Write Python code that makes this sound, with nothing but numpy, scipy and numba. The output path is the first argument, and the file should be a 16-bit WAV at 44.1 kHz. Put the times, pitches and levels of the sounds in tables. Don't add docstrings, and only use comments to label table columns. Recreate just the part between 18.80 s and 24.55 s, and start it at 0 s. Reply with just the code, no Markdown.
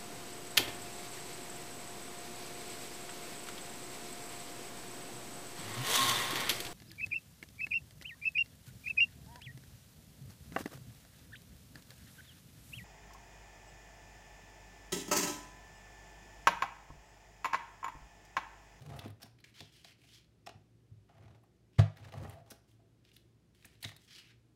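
import sys
import numpy as np
from scipy import signal
from scipy.fft import rfft, irfft
from scipy.io import wavfile
from scipy.ndimage import uniform_filter1d
from numba import njit

SR = 44100
rng = np.random.default_rng(int(sys.argv[2]) if len(sys.argv) > 2 else 0)


def generate_wav(signal):
    frames = np.transpose(np.atleast_2d(signal))
    scaled = np.clip(frames, -1, 1) * 32767
    pcm = np.round(scaled).astype(np.int16)
    wavfile.write(sys.argv[1], SR, pcm)


N = 253575

# f/Hz, relative level/dB, t60/s, sign of the motion under the microphone
TABLE_MODES = [(104.2, -6, 0.21, -1), (151.8, -13.5, 0.24, 1), (207.7, -8.5, 0.045, -1),
               (231, -7, 0.051, 1), (265.4, -21.5, 0.21, 1), (345, -16.5, 0.09, -1), (418, -15, 0.13, 1),
               (532, -9.5, 0.059, -1)]
# t/s, impulse level/dB, contact time/ms, upper modes against the two lowest/dB
BLOWS = [(0.254, -49, 2.9, 25.5), (0.268, -59, 2.8, 10), (0.435, -47, 4.1, 13), (.805, -44.5, 0.97, 0),
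         (0.817, -45.5, 1.87, 4.5), (1.745, -39.5, 6.4, 9), (2.11, -38, 4.7, -7.5), (2.165, -42, 7.2, -24),
         (2.9853, -4.5, 2.68, -12), (3.713, -57.5, 1.75, 18.5), (4.85, -49.5, 4.6, 9),
         (5.048, -33.5, 3.7, 4)]


def undb(db):
    return 10 ** (np.asarray(db) / 20)


def unit(x):
    return x / np.sqrt(np.mean(x ** 2))


@njit
def svf(x, centre_hz, width_hz):
    y = np.empty(len(x))
    band_state, low_state = 0., 0.
    for i in range(len(x)):
        g = np.tan(np.pi * centre_hz[i] / SR)
        damping = width_hz[i] / centre_hz[i]
        v = (band_state + g * (x[i] - low_state)) / (1 + g * (g + damping))
        band_state = 2 * v - band_state
        low_state = low_state + 2 * g * v
        y[i] = damping * v
    return y


def band(x, centre_hz, width_hz):
    one = np.ones(len(x))
    return svf(x + 1e-18, centre_hz * one, width_hz * one)


def walk(rate):
    step = int(SR / rate)
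    held = np.repeat(rng.standard_normal(N // step + 1), step)
    return uniform_filter1d(held, step)[:N]


def gains(strokes, index):
    swell_db = 7.5
    t = np.arange(N) / SR
    power = np.zeros(N)
    for row in strokes:
        start, rise, hold, fade_db_s = row[:4]
        late = t - start - rise
        swell = swell_db * np.minimum(late / max(rise, .003), 0)
        fade = fade_db_s * np.maximum(late - hold, 0)
        onset = np.clip((t - start) / 0.0022, 0, 1)
        power += undb(2 * (row[index] + swell - fade)) * onset
    return np.sqrt(power)


def track(strokes, index):
    rows = np.array(strokes)
    middle = rows[:, 0] + rows[:, 1] + rows[:, 2] / 2
    return np.interp(np.arange(N) / SR, middle, rows[:, index])


def slips(rate, scatter_db, slip_ms, smooth):
    hit = rng.random(N) < rate / SR
    size = undb(scatter_db * np.minimum(rng.exponential(size=N), 3))
    decay = np.exp(-1000 / (slip_ms * SR))
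    fading = signal.lfilter([1], [1, -decay], hit * size)
    return unit(unit(fading) + smooth)


def air():
    # f/Hz, relative level per Hz/dB
    spectrum = np.array([(25, -26.5), (45, 4), (80, -1.5), (150, 0), (250, -6.5), (360, -5.5), (480, -14.5),
                         (900, -25), (2000, -27), (5000, -31), (12000, -38.5), (16000, -46)])
    # f/Hz, drift/Hz, rms level/dB about which each wavers
    hums = [(61.7, 1.5, -72.5), (113.33, 3.48, -70.5)]
    noise_db = -68
    hz = np.fft.rfftfreq(N, 1 / SR)
    colour = undb(np.interp(np.log(hz + 1), np.log(spectrum[:, 0]), spectrum[:, 1]))
    noise = unit(irfft(rfft(rng.standard_normal(N)) * colour, N))
    out = noise * undb(noise_db + 0.12 * walk(5.2))
    for f, drift, db in hums:
        phase = 2 * np.pi * np.cumsum(f + drift * walk(4.6)) / SR
        out = out + np.sqrt(2) * undb(db + 3.0 * walk(10)) * np.sin(phase)
    return out


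def room(x):
    t60_s, tail_db, damp_hz = 0.35, -12, 4900
    t = np.arange(SR // 2) / SR
    tail = rng.standard_normal(len(t)) * undb(-60 * t / t60_s) * (t > .004)
    tail = signal.lfilter(*signal.butter(1, damp_hz, fs=SR), tail)
    tail = tail / np.sqrt(np.sum(tail ** 2))
    return x + undb(tail_db) * signal.fftconvolve(x, tail)[:N]


def table(force, modes):
    t = np.arange(SR // 2) / SR
    ring = np.zeros(len(t))
    for hz, db, t60, sign in modes:
        ring += np.sign(sign) * undb(db) * np.sin(2 * np.pi * hz * t) * undb(-60 * t / t60)
    return signal.fftconvolve(force, ring)[:N]


def knocks():
    low, upper = np.zeros(N), np.zeros(N)
    for s, level_db, contact_ms, upper_db in BLOWS:
        push = np.hanning(max(int(contact_ms * SR / 1000), 5))
        push = push / push.sum()
        i = int(s * SR)
        low[i:i + len(push)] += undb(level_db) * push
        upper[i:i + len(push)] += undb(level_db + upper_db) * push
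    return table(low, TABLE_MODES[:2]) + table(upper, TABLE_MODES[2:])


def rattle():
    level_db, t60_s, centre_hz = -31, 0.1, 705
    strongest = max(BLOWS, key=lambda row: row[1])
    t = np.arange(N) / SR - strongest[0]
    onset = np.clip(t / 0.0099, 0, 1)
    fading = undb(level_db - 60 * np.abs(t) / t60_s) * onset
    noise = band(rng.standard_normal(N), centre_hz, 3 * centre_hz)
    return fading * unit(band(noise, 1500, 3500))


def shell(x):
    # f/Hz, width/Hz, relative level/dB
    resonances = [(480, 210, -6), (673, 79, 3), (755, 65, 4), (845, 76, 0), (1149, 183, -5.5),
                  (1480, 290, -12.5), (1900, 280, -13.5), (3150, 330, -22.5)]
    out = np.zeros(N)
    for k, (hz, width, db) in enumerate(resonances):
        out += (-1) ** k * undb(db) * band(x, hz, width)
    return out


def ticks():
    # t/s, level of ring and snap/dB, ring f/Hz, drive level of the treble band/dB,
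    # drive level of the shell before a fourfold gain/dB, t60/s
    cracks = [(0.157, -62, 1890, -49, -56, 0.098), (0.1898, -35.5, 3550, -38, -59, 0.026),
              (.2774, -48.5, 1860, -47, -50, 0.025), (0.3013, -52.5, 1900, -48, -62, 0.026),
              (0.4164, -46.5, 5530, -47, -76, 0.06), (.429, -39, 5030, -37, -43, 0.02),
              (0.5847, -57, 2310, -90, -79, 0.03), (0.6, -58, 4340, -59, -80, 0.039),
              (0.6396, -42.5, 2375, -82, -79, 0.03), (.7392, -70, 3080, -76, -66, .035),
              (0.8043, -35, 3840, -70, -37, 0.018), (1.045, -40.5, 3620, -65, -44, 0.017),
              (1.2334, -55.5, 2314, -81, -60, 0.048), (1.4432, -59.5, 3940, -79, -83, .02),
              (1.6621, -43.5, 5550, -71, -33.5, 0.036), (1.6696, -37, 2934, -82, -29, 0.017),
              (1.69, -42, 2820, -79, -34, 0.025), (2.2905, -70, 2370, -80, -46, 0.025),
              (2.379, -69, 1790, -70, -44, 0.028), (2.4347, -63, 1490, -63, -57, .022),
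              (2.6318, -73, 1930, -65, -54, 0.045), (2.9817, -36.5, 1961, -72, -30, 0.072),
              (2.9918, -32.5, 2940, -71, -18, .025), (3.1685, -47.5, 1990, -53, -72, 0.029),
              (3.2262, -55, 2330, -69, -65, 0.021), (3.2447, -47.5, 1630, -61, -41.5, 0.045),
              (3.281, -57, 1610, -65, -68, 0.012), (3.3206, -45.5, 2660, -56, -38, 0.029),
              (3.3373, -44.5, 1730, -66, -30.5, 0.019), (3.4446, -57, 1670, -61, -33, 0.049),
              (3.495, -48, 1980, -39, -54, 0.02), (3.5239, -55, 1944, -57, -54, 0.085),
              (3.6017, -64, 2230, -80, -51, 0.023), (3.7012, -44.5, 5710, -39, -51, 0.07),
              (3.7154, -46, 1450, -72, -44, 0.03), (3.912, -62.5, 3080, -61.5, -89, 0.028),
              (3.9984, -77, 1520, -93, -59, 0.029), (4.25, -51, 4120, -60, -74, 0.0091),
              (4.3156, -50.5, 2670, -67, -72, 0.012), (4.364, -44.5, 3440, -44.5, -78, 0.018),
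              (4.748, -70, 3470, -61, -82, .015), (4.825, -51, 2480, -72, -70, .01),
              (4.8449, -44.5, 1946, -62, -76, 0.029), (4.8498, -79, 2320, -41, -49, 0.034),
              (4.9531, -55.5, 4380, -67, -74, 0.0085), (5.026, -36, 4030, -32.5, -46, 0.034),
              (5.0394, -33, 1953, -72, -79, 0.038), (5.0465, -26, 3357, -66, -26.5, 0.017),
              (5.0899, -40, 1910, -48, -70, 0.021), (5.1158, -47, 2020, -68, -40, 0.014),
              (5.163, -47.5, 3980, -43.5, -80, 0.023)]
    ring_share = 0.42
    out, bright, tap = np.zeros(N), np.zeros(N), np.zeros(N)
    t = np.arange(SR // 8) / SR
    for s, level_db, hz, treble_db, shell_db, t60 in cracks:
        noise = rng.standard_normal(len(t))
        fall = t / t60
        shape = undb(-60 * fall) * np.minimum(fall / 0.15, 1)
        crack = noise * shape
        rough_phase = np.cumsum(noise) * np.sqrt(hz / SR)
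        ring = shape * np.sin(2 * np.pi * hz * t + rough_phase)
        snap = band(band(crack, 2930, 4500), 2930, 4500)
        mix = ring_share * ring / shape.max() + (1 - ring_share) * snap / np.abs(snap).max()
        i = int(s * SR)
        out[i:i + len(t)] += undb(level_db) * mix
        bright[i:i + len(t)] += undb(treble_db) * crack
        tap[i:i + len(t)] += undb(shell_db) * crack
    edge = band(band(bright, 10000, 14000), 10000, 14000)
    return out + edge + 4 * shell(tap)


def card():
    # t/s, rise/s, hold/s, fade/(dB/s), scrape level/dB, treble level/dB, scrape centre f/Hz
    slides = [(.645, 0.0062, .05, 250, -72.5, -77.5, 2320), (.74, 0.028, 0.046, 125, -60, -70, 3470),
              (.9, 0.021, 0.095, 194, -67, -72, 2960), (1.04, 0.0041, 0.076, 600, -62.5, -72, 2920),
              (1.18, 0.064, .02, 200, -69, -73.5, 2600), (1.26, 0.031, 0.088, 326, -62, -70.5, 3320),
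              (2.925, 0.0089, .04, 300, -77, -89, 2920), (3.875, .01, 0.053, 500, -82.5, -81, 3120),
              (4.24, .04, 0.018, 404, -69, -79, 3050), (4.33, 0.01, 0.014, 155, -74, -73, 3380),
              (4.74, 0.013, 0.12, 200, -77.5, -78.5, 3080), (4.85, 0.0076, 0.088, 202, -72.5, -79, 2800),
              (5.005, 0.04, 0.048, 352, -65.5, -63, 2950), (5.19, 0.057, 0.0087, 299, -71, -72, 3340),
              (5.275, 0.058, 0.065, 300, -57.5, -67.5, 3070), (5.44, 0.017, 0.054, 406, -66, -79.5, 2550)]
    # f/Hz, width/Hz, relative level/dB
    sheet = [(2220, 1400, 1.5), (3210, 410, -8.5), (4260, 1400, -1), (5030, 1300, 0), (5900, 1100, -18)]
    centre = track(slides, index=6)
    rub = undb(2 * walk(70)) * slips(500, scatter_db=7, slip_ms=1.0, smooth=2.25)
    narrow = band(rub * rng.standard_normal(N), centre, 0.15 * centre)
    scrape = 0.7 * unit(band(narrow, centre, 0.5 * centre))
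    for hz, width, db in sheet:
        near_db = -9 * np.abs(np.log2(hz / centre))
        patchy_db = 3 * walk(30)
        fibres = rub * rng.standard_normal(N)
        bending = unit(band(band(fibres, hz, width), hz, 3 * width))
        scrape = scrape + undb(db + near_db + patchy_db) * bending
    treble = band(band(rub * rng.standard_normal(N), 6200, 16000), 6200, 16000)
    return gains(slides, index=4) * unit(scrape) + gains(slides, index=5) * unit(treble)


def roller():
    # t/s, rise/s, hold/s, fade/(dB/s), shell level/dB, tape crackle level/dB, drag level/dB
    strokes = [(0.0, 0.0041, 0.064, 200, -66, -68, -67.5), (.09, 0.053, 0.11, 350, -55, -66.5, -60),
               (.4, 0.023, 0.023, 294, -66, -66, -64), (2.28, 0.016, 0.23, 210, -71.5, -91, -72.5),
               (3.16, 0.031, 0.09, 250, -67.5, -72.5, -64.5), (3.32, 0.017, 0.19, 300, -60, -68.5, -64),
               (3.54, 0.015, 0.041, 398, -72, -95, -82), (3.66, 0.033, 0.013, 179, -66.5, -69.5, -71)]
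    # t/s, rise/s, hold/s, fade/(dB/s), level/dB
    bearing = [(0.0, 0.094, 0.091, 298, -47), (.23, 0.015, 0.075, 398, -49), (2.34, 0.037, 0.14, 124, -58),
               (3.19, 0.013, 0.075, 200, -52), (3.335, 0.014, 0.079, 108, -42.5),
               (3.6, 0.013, 0.016, 300, -65)]
    # t/s, rise/s, hold/s, fade/(dB/s), level/dB
    groans = [(2.33, .04, 0.18, 103, -76.5), (3.35, 0.018, 0.051, 202, -68),
              (3.55, 0.0098, 0.029, 250, -60.5), (3.99, 0.0074, 0.0091, 400, -74.5)]
    groan_hz, groan_width_hz = 665, 40

    judder = slips(70, scatter_db=3, slip_ms=4, smooth=.9)
    body = unit(shell((judder + 0.77) * rng.standard_normal(N)))
    crackle = slips(600, scatter_db=4, slip_ms=.7, smooth=.8)
    tape = unit(band(judder * crackle * rng.standard_normal(N), 1500, 7600))
    drag = unit(band(band(judder * rng.standard_normal(N), 670, 2200), 940, 4000))
    groan = unit(band(rng.standard_normal(N), groan_hz, groan_width_hz))

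    rolling = gains(strokes, index=4) * body
    rolling += gains(strokes, index=5) * tape
    rolling += gains(strokes, index=6) * drag
    rolling += gains(groans, index=4) * groan

    force = band(undb(3.9 * walk(15)) * rng.standard_normal(N), 70, 100)
    rumble = table(force, TABLE_MODES)
    rumble = rumble / np.sqrt(uniform_filter1d(rumble ** 2, SR // 16))
    return rolling, gains(bearing, index=4) * rumble


def scene():
    rolling, rumble = roller()
    airborne = room(rolling + card() + ticks() + rattle())
    return (airborne + rumble + knocks() + air())[None]


def record(dry):
    bass_cut_hz, top_hz = 72, 15800
    thin = signal.sosfilt(signal.butter(3, bass_cut_hz, "high", fs=SR, output="sos"), dry)
    return signal.sosfilt(signal.ellip(10, .2, 70, top_hz, fs=SR, output="sos"), thin)


dry = scene()
out = record(dry)
generate_wav(out)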